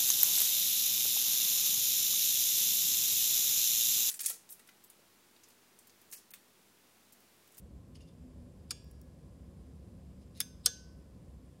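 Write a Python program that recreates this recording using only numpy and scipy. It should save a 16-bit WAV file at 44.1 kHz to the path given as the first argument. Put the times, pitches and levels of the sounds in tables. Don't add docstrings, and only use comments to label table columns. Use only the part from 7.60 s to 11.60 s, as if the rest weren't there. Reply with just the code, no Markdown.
import sys
import numpy as np
from scipy import signal
from scipy.fft import rfft, irfft, next_fast_len
from scipy.io import wavfile
from scipy.ndimage import map_coordinates

SR = 44100
rng = np.random.default_rng(int(sys.argv[2]) if len(sys.argv) > 2 else 0)


def persist_wave(psi):
    counts = np.round(np.clip(psi, -1, 1) * 32767).astype(np.int16)
    wavfile.write(sys.argv[1], SR, np.atleast_2d(counts).T)


def how_loud(loudness_db):
    steps = np.asarray(loudness_db, float) / 20
    return 10 ** steps


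N = 176400


def unit(x):
    return x / np.sqrt(np.mean(x ** 2) + 1e-20)


def along(points, hz):
    f, v = np.transpose(points)
    return np.interp(np.log(hz + 1), np.log(f + 1), v)


def filtered(x, response):
    m = next_fast_len(len(x) + 8192)
    return irfft(rfft(x, m) * response(np.fft.rfftfreq(m, 1 / SR)), m)[:len(x)]


def resonances(peaks):
    def response(f):
        total = 0
        for k, (hz, width_hz, db) in enumerate(peaks):
            damping = 1j * f * width_hz
            total = total + (-1) ** k * how_loud(db) * damping / (hz * hz - f * f + damping)
        return total
    return response


def add(track, s, x):
    part = track[max(round(s * SR), 0):][:len(x)]
    part += x[:len(part)]


def decay(db, t60_s, t):
    return how_loud(db - 60 * t / t60_s)


def noise_band(hz, width_hz):
    return unit(filtered(rng.standard_normal(N), lambda f: np.exp(-((f - hz) / width_hz) ** 2)))


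def air():
    # f/Hz, density/dB
    rumble = [(12, -65), (20, -49), (41, -6), (64, 1), (129, -6), (195, -5.5), (218, -10), (252, -9.5),
              (900, -31.5), (1170, -65), (1980, -120)]
    hiss = [(410, -33.5), (700, -2.5), (842, -18.5), (1030, -7.5), (1890, -12), (6040, -16.5), (9600, -17),
            (15200, -25.5), (16500, -36.5)]
    # f/Hz, width/Hz, level/dB, from t/s
    steady = [(67.6, 10, -59.5, 0.06), (157, 12.8, -65, 0.31), (191, 3.5, -72.5, 0.025),
              (250.4, 6.9, -69.5, 0.0047), (516, 97, -71.5, 0), (1038, 100, -81.5, 0),
              (1700, 12, -98.5, 0.16), (4970, 250, -90, 0.36), (7580, 150, -89.5, 0),
              (9610, 120, -89.5, 0.45), (11400, 120, -97, 0), (13500, 320, -99, 0)]
    # f/Hz, width/Hz, level/dB, from t/s, to t/s
    passing = [
        (191, 3.6, -64.5, 1.43, 3.1),
        (248.3, 9.2, -59, 0.496, 0.94),
        (66.7, 6, -49, 0.011, 0.2),
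        (14400, 38, -89, 0.26, 0.47),
    ]
    rumble_db, hiss_db, swell_db = -54.5, -74.5, 1.0
    whine_from_hz, flicker_db, flickers_per_s = 9000, 2.5, 45

    def colour(points):
        return unit(filtered(rng.standard_normal(N), lambda f: how_loud(along(points, f))))

    t = np.arange(N) / SR
    swell = how_loud(swell_db * map_coordinates(rng.standard_normal(16), [t * 3]))
    x = how_loud(rumble_db) * swell * colour(rumble) + how_loud(hiss_db) * colour(hiss)
    for hz, width_hz, db, start_s in steady:
        flicker = map_coordinates(rng.standard_normal(200), [t * flickers_per_s])
        level_db = db + flicker_db * (hz > whine_from_hz) * flicker
        x += how_loud(level_db) * noise_band(hz, width_hz) * (t >= start_s)
    for hz, width_hz, db, start_s, end_s in passing:
        u = np.clip((t - start_s) / (end_s - start_s), 0, 1)
        x += how_loud(db) * noise_band(hz, width_hz) * np.sqrt(np.sin(np.pi * u) + 1e-12)
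    return x


def room(x):
    # f/Hz, t60/s
    t60_s = [(1200, 0.2), (2000, .3), (2800, 0.5), (4200, 0.42), (5000, 0.68), (5900, 0.48), (9000, 0.45),
             (16000, .24)]
    # f/Hz, level/dB
    wall_db = [(800, 1), (1800, -1), (2700, 4.5), (3500, 0.5), (5000, -3.5), (6500, -3), (9000, -9.5),
               (16000, -4)]
    hz, t, z = signal.stft(rng.standard_normal(SR // 2), SR, nperseg=256)
    level_db = along(wall_db, hz)[:, None] - 60 * t / along(t60_s, hz)[:, None]
    tail = signal.istft(z * how_loud(level_db), SR, nperseg=256)[1]
    delayed = np.pad(x, (250, 0))
    return signal.fftconvolve(delayed, tail / np.linalg.norm(tail))[:len(x)]


def contact(rough=.15, tail_s=.0003):
    count = 4096
    t = np.arange(count) / SR
    return (t == 0) + rough * rng.standard_normal(count) * np.exp(-t / tail_s)


def bead_ticks():
    # t/s, level/dB, ring f/Hz, ring t60/s, ring over tick/dB
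    ticks = [(.0047, -72, 9200, .006, 16), (.0047, -62, 14500, .004, 0), (.3553, -66, 5100, .012, 12),
             (.3585, -68, 4700, .015, 13), (.3565, -70, 2950, .015, 15), (.3555, -72, 2100, .012, 13),
             (.3572, -68, 8700, .008, 8), (.4072, -76, 2860, .018, 14), (.4175, -70, 6700, .012, 11),
             (.4205, -74, 4910, .02, 13), (1.2432, -53, 13300, .004, -8), (1.3128, -46.5, 10800, .04, -12),
             (1.4152, -47.5, 5500, .02, -15), (2.7677, -76, 13300, .008, 15),
             (2.7738, -50, 4050, .015, -10), (2.7765, -58, 11500, .005, -6)]
    from_hz = 5000
    x = np.zeros(N)
    for s, db, hz, t60_s, ring_db in ticks:
        hit = filtered(contact(rough=.4, tail_s=.0022), lambda f: (1j * f / (from_hz + 1j * f)) ** 3)
        t = np.arange(len(hit)) / SR
        ring = decay(ring_db, t60_s, t) * np.sin(2 * np.pi * hz * t)
        add(x, s, how_loud(db) * (hit / abs(hit).max() + ring))
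    return x


def chain_scrapes():
    # t/s, length/s, level/dB, stressed f/Hz, stress/dB
    drags = [
        (0.342, 0.038, -63.5, 3130, 12),
        (0.351, 0.017, -66, 4900, 12),
        (0.402, 0.019, -65.5, 2830, 14),
        (0.413, 0.028, -68, 4950, 3),
        (0.418, 0.013, -71, 3400, 3),
        (0.471, 0.031, -71.5, 3570, 17),
        (0.46, .032, -75, 5000, 13.5),
        (2.6, 0.048, -73, 5200, 3),
        (2.742, 0.077, -60, 4030, 11),
    ]
    # f/Hz, width/Hz, level/dB
    mouth = [(2000, 500, -7), (2850, 400, -3), (3550, 350, -1), (5000, 900, 0), (6800, 900, -4),
             (8800, 1200, -5), (10600, 1200, -6)]
    grains_per_s, stress_q = 5000, 14
    x = np.zeros(N)
    for s, length_s, db, hz, stress_db in drags:
        u = np.arange(4410) / SR / length_s
        grains = rng.standard_normal(len(u)) * (0.13 + (rng.random(len(u)) < grains_per_s / SR))
        drag = unit(grains) * np.sin(np.pi * np.minimum(u, 1))
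        stress = resonances([(hz, hz / stress_q, stress_db)])
        add(x, s, how_loud(db) * filtered(drag, lambda f: resonances(mouth)(f) * (2 + stress(f))))
    return x


def beads():
    x = bead_ticks() + chain_scrapes()
    return x + how_loud(-11.5) * room(x)


def chatter(contacts, strike):
    stress_q = 4
    x = np.zeros(N)
    for s, db, hz, stress_db in contacts:
        stress = resonances([(hz, hz / stress_q, stress_db)])
        hit = filtered(contact(), lambda f: strike(f) * (1 + stress(f)))
        add(x, s, how_loud(db) * hit / abs(hit).max())
    return x


def rattle(strike, db, t60_s):
    dull_hz, rise_s = 6260, 0.0019
    t = np.arange(SR) / SR
    noise = unit(filtered(rng.standard_normal(SR), lambda f: strike(f) / (1 + 1j * f / dull_hz) ** 2))
    return decay(db, t60_s, t) * (1 - np.exp(-t / rise_s)) * noise


def spring_creak(t, db, growth_s):
    # f/Hz, width/Hz, level/dB
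    spring = [(3686, 670, -6), (5100, 200, -0.5), (8070, 200, -4.5), (10000, 900, -19.5)]
    noise = unit(filtered(rng.standard_normal(len(t)), resonances(spring)))
    return how_loud(db) * np.exp(t / growth_s) * noise


def stem_knock(db):
    # f/Hz, level/dB, t60/s
    stem = [(476.4, -1.5, 0.17), (738, -3, 0.081), (1188, 4, 0.058)]
    t = np.arange(SR) / SR
    tones = sum(decay(mode_db, t60_s, t) * np.sin(2 * np.pi * hz * t) for hz, mode_db, t60_s in stem)
    return how_loud(db) * tones * (1 - np.exp(-t / 0.0051))


def shell_ring(shell, db):
    t = np.arange(SR) / SR
    tones = 0
    for hz, mode_db, t60_s in shell:
        tones = tones + decay(mode_db, t60_s, t) * np.sin(2 * np.pi * (hz * t + rng.random()))
    return how_loud(db) * tones * (1 - np.exp(-t / 0.002))


def snap(contacts, body, shell, knock_db, ring_db, rattle_db, rattle_s, lead_db, lead_s, room_db):
    start_s, strike = contacts[0][0], resonances(body)
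    x = chatter(contacts, strike)
    add(x, start_s, rattle(strike, rattle_db, rattle_s))
    lead = np.arange(-1300, 0) / SR
    add(x, start_s + lead[0], spring_creak(lead, lead_db, lead_s))
    whole = np.zeros(N)
    add(whole, start_s, filtered(contact(), strike))
    x += how_loud(room_db) * room(whole * np.linalg.norm(x) / np.linalg.norm(whole))
    add(x, start_s + .002, stem_knock(knock_db))
    add(x, start_s, shell_ring(shell, ring_db))
    return x


def switch():
    # t/s, level/dB, stressed f/Hz, stress/dB
    release_near = [(1.1073, -27, 6000, 4), (1.108, -26, 10400, 12), (1.109, -29, 5000, 6),
                    (1.111, -24, 5000, 12), (1.1142, -33, 5200, 8), (1.1162, -32, 10000, 8),
                    (1.1202, -38, 8900, 14)]
    pull_far = [(2.8031, -17, 12800, 14), (2.804, -18, 5200, 8), (2.805, -21, 11400, 8),
                (2.8066, -23, 9400, 8), (2.8088, -30, 5200, 8), (2.811, -30, 9500, 4),
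                (2.8136, -28, 5100, 14)]
    release_far = [(3.0594, -15, 12850, 18), (3.0597, -11.5, 9200, 18), (3.0604, -12, 8400, 16),
                   (3.0613, -12.5, 5400, 14), (3.0621, -17, 6500, 10), (3.063, -17.5, 5400, 10),
                   (3.0643, -19, 3150, 12), (3.0656, -21, 9100, 14), (3.0675, -24, 4200, 8),
                   (3.0692, -24, 5600, 10)]
    # f/Hz, width/Hz, level/dB
    body_1 = [(1334, 260, -17.5), (1680, 100, -13), (2340, 220, -13), (2800, 230, -14.5), (3460, 230, -10),
              (4240, 750, -12.5), (4840, 280, -2), (5420, 180, -5), (7000, 800, -9.5), (8900, 320, -6),
              (10470, 480, -8), (11500, 460, -14), (12600, 830, -17), (15400, 500, -20)]
    body_2 = [(1743, 450, -14), (2523, 550, -17.5), (3600, 300, -7.5), (4840, 240, -3.5), (5170, 450, -4.5),
              (5570, 160, -3.5), (6390, 500, -10.5), (7870, 820, -12), (9230, 400, -3.5),
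              (10000, 540, -5.5), (11300, 340, -3), (12600, 400, -4.5), (13200, 650, -7.5),
              (15840, 250, -10.5)]
    body_3 = [(1480, 150, -7), (3194, 500, -8), (4110, 250, -4), (4660, 180, 0.5), (5570, 350, 0.5),
              (5896, 170, -1), (6500, 190, 0), (7230, 400, -6), (8370, 620, -1.5), (9340, 190, 1.5),
              (10130, 350, -8.5), (11700, 385, -11.5), (12850, 1100, -9.5), (14800, 2000, -22.5)]
    near_hz = [1676, 3386, 3560, 4904, 5593, 6562, 7515, 8710, 9846, 10970]
    far_hz = [1513, 1674, 3529, 4081, 4985, 5060, 5545, 5819, 6293, 7311, 7537, 8145, 9130, 10015]
    # level/dB, t60/s
    shell_near = [(-29, 2.2), (-23, 0.61), (-20, 0.25), (-27, 0.25), (-19, 0.9), (-3, 0.19), (-17, 0.5),
                  (-14, 0.33), (-19, 0.34), (-34, 0.33)]
    shell_far = [(-29.5, 0.8), (-20.5, 0.2), (-11, 0.14), (-28.5, .22), (-18.5, .14), (-29.5, .6),
                 (-30, .41), (-33.5, .5), (-12, 0.34), (-29, 0.2), (-24, 0.23), (-29, .35), (-32, .14),
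                 (-25.5, 0.13)]
    knocks_db = [
        -54.5,
        -55.5,
        -45.5,
    ]
    # shell ring/dB, rattle/dB, rattle t60/s, spring creak/dB, its growth/s, room/dB
    levels = [
        (-47.5, -31.5, 0.048, -55, 0.0055, -19.5),
        (-37, -28, 0.051, -51, 0.003, -22),
        (-27, -23, 0.051, -45.5, 0.007, -22.5),
    ]
    pull_low_db, pull_high_db = -2, 7.5

    near, far = np.c_[near_hz, shell_near], np.c_[far_hz, shell_far]
    pulled = far.copy()
    pulled[far[:, 0] < 1600, 1] += pull_low_db
    pulled[far[:, 0] > 8000, 1] += pull_high_db
    return (snap(release_near, body_1, near, knocks_db[0], *levels[0])
            + snap(pull_far, body_2, pulled, knocks_db[1], *levels[1])
            + snap(release_far, body_3, far, knocks_db[2], *levels[2]))


def scene():
    return (air() + beads() + switch())[None]


def low_pass(x):
    return signal.sosfilt(signal.butter(12, 16860, fs=SR, output="sos"), x)


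def record(dry):
    low_hz, top_hz, above_db = 36, 16000, -16

    def band(f):
        shelf_db = above_db / (1 + np.exp(np.clip((top_hz - f) / 70, -50, 50)))
        slope_db = np.maximum(f - 16600, 0) / 12
        return how_loud(shelf_db - slope_db) / np.sqrt(1 + (low_hz / (f + 1)) ** 6)

    return low_pass(filtered(dry[0], band)[None])


dry = scene()
out = record(dry)
persist_wave(out)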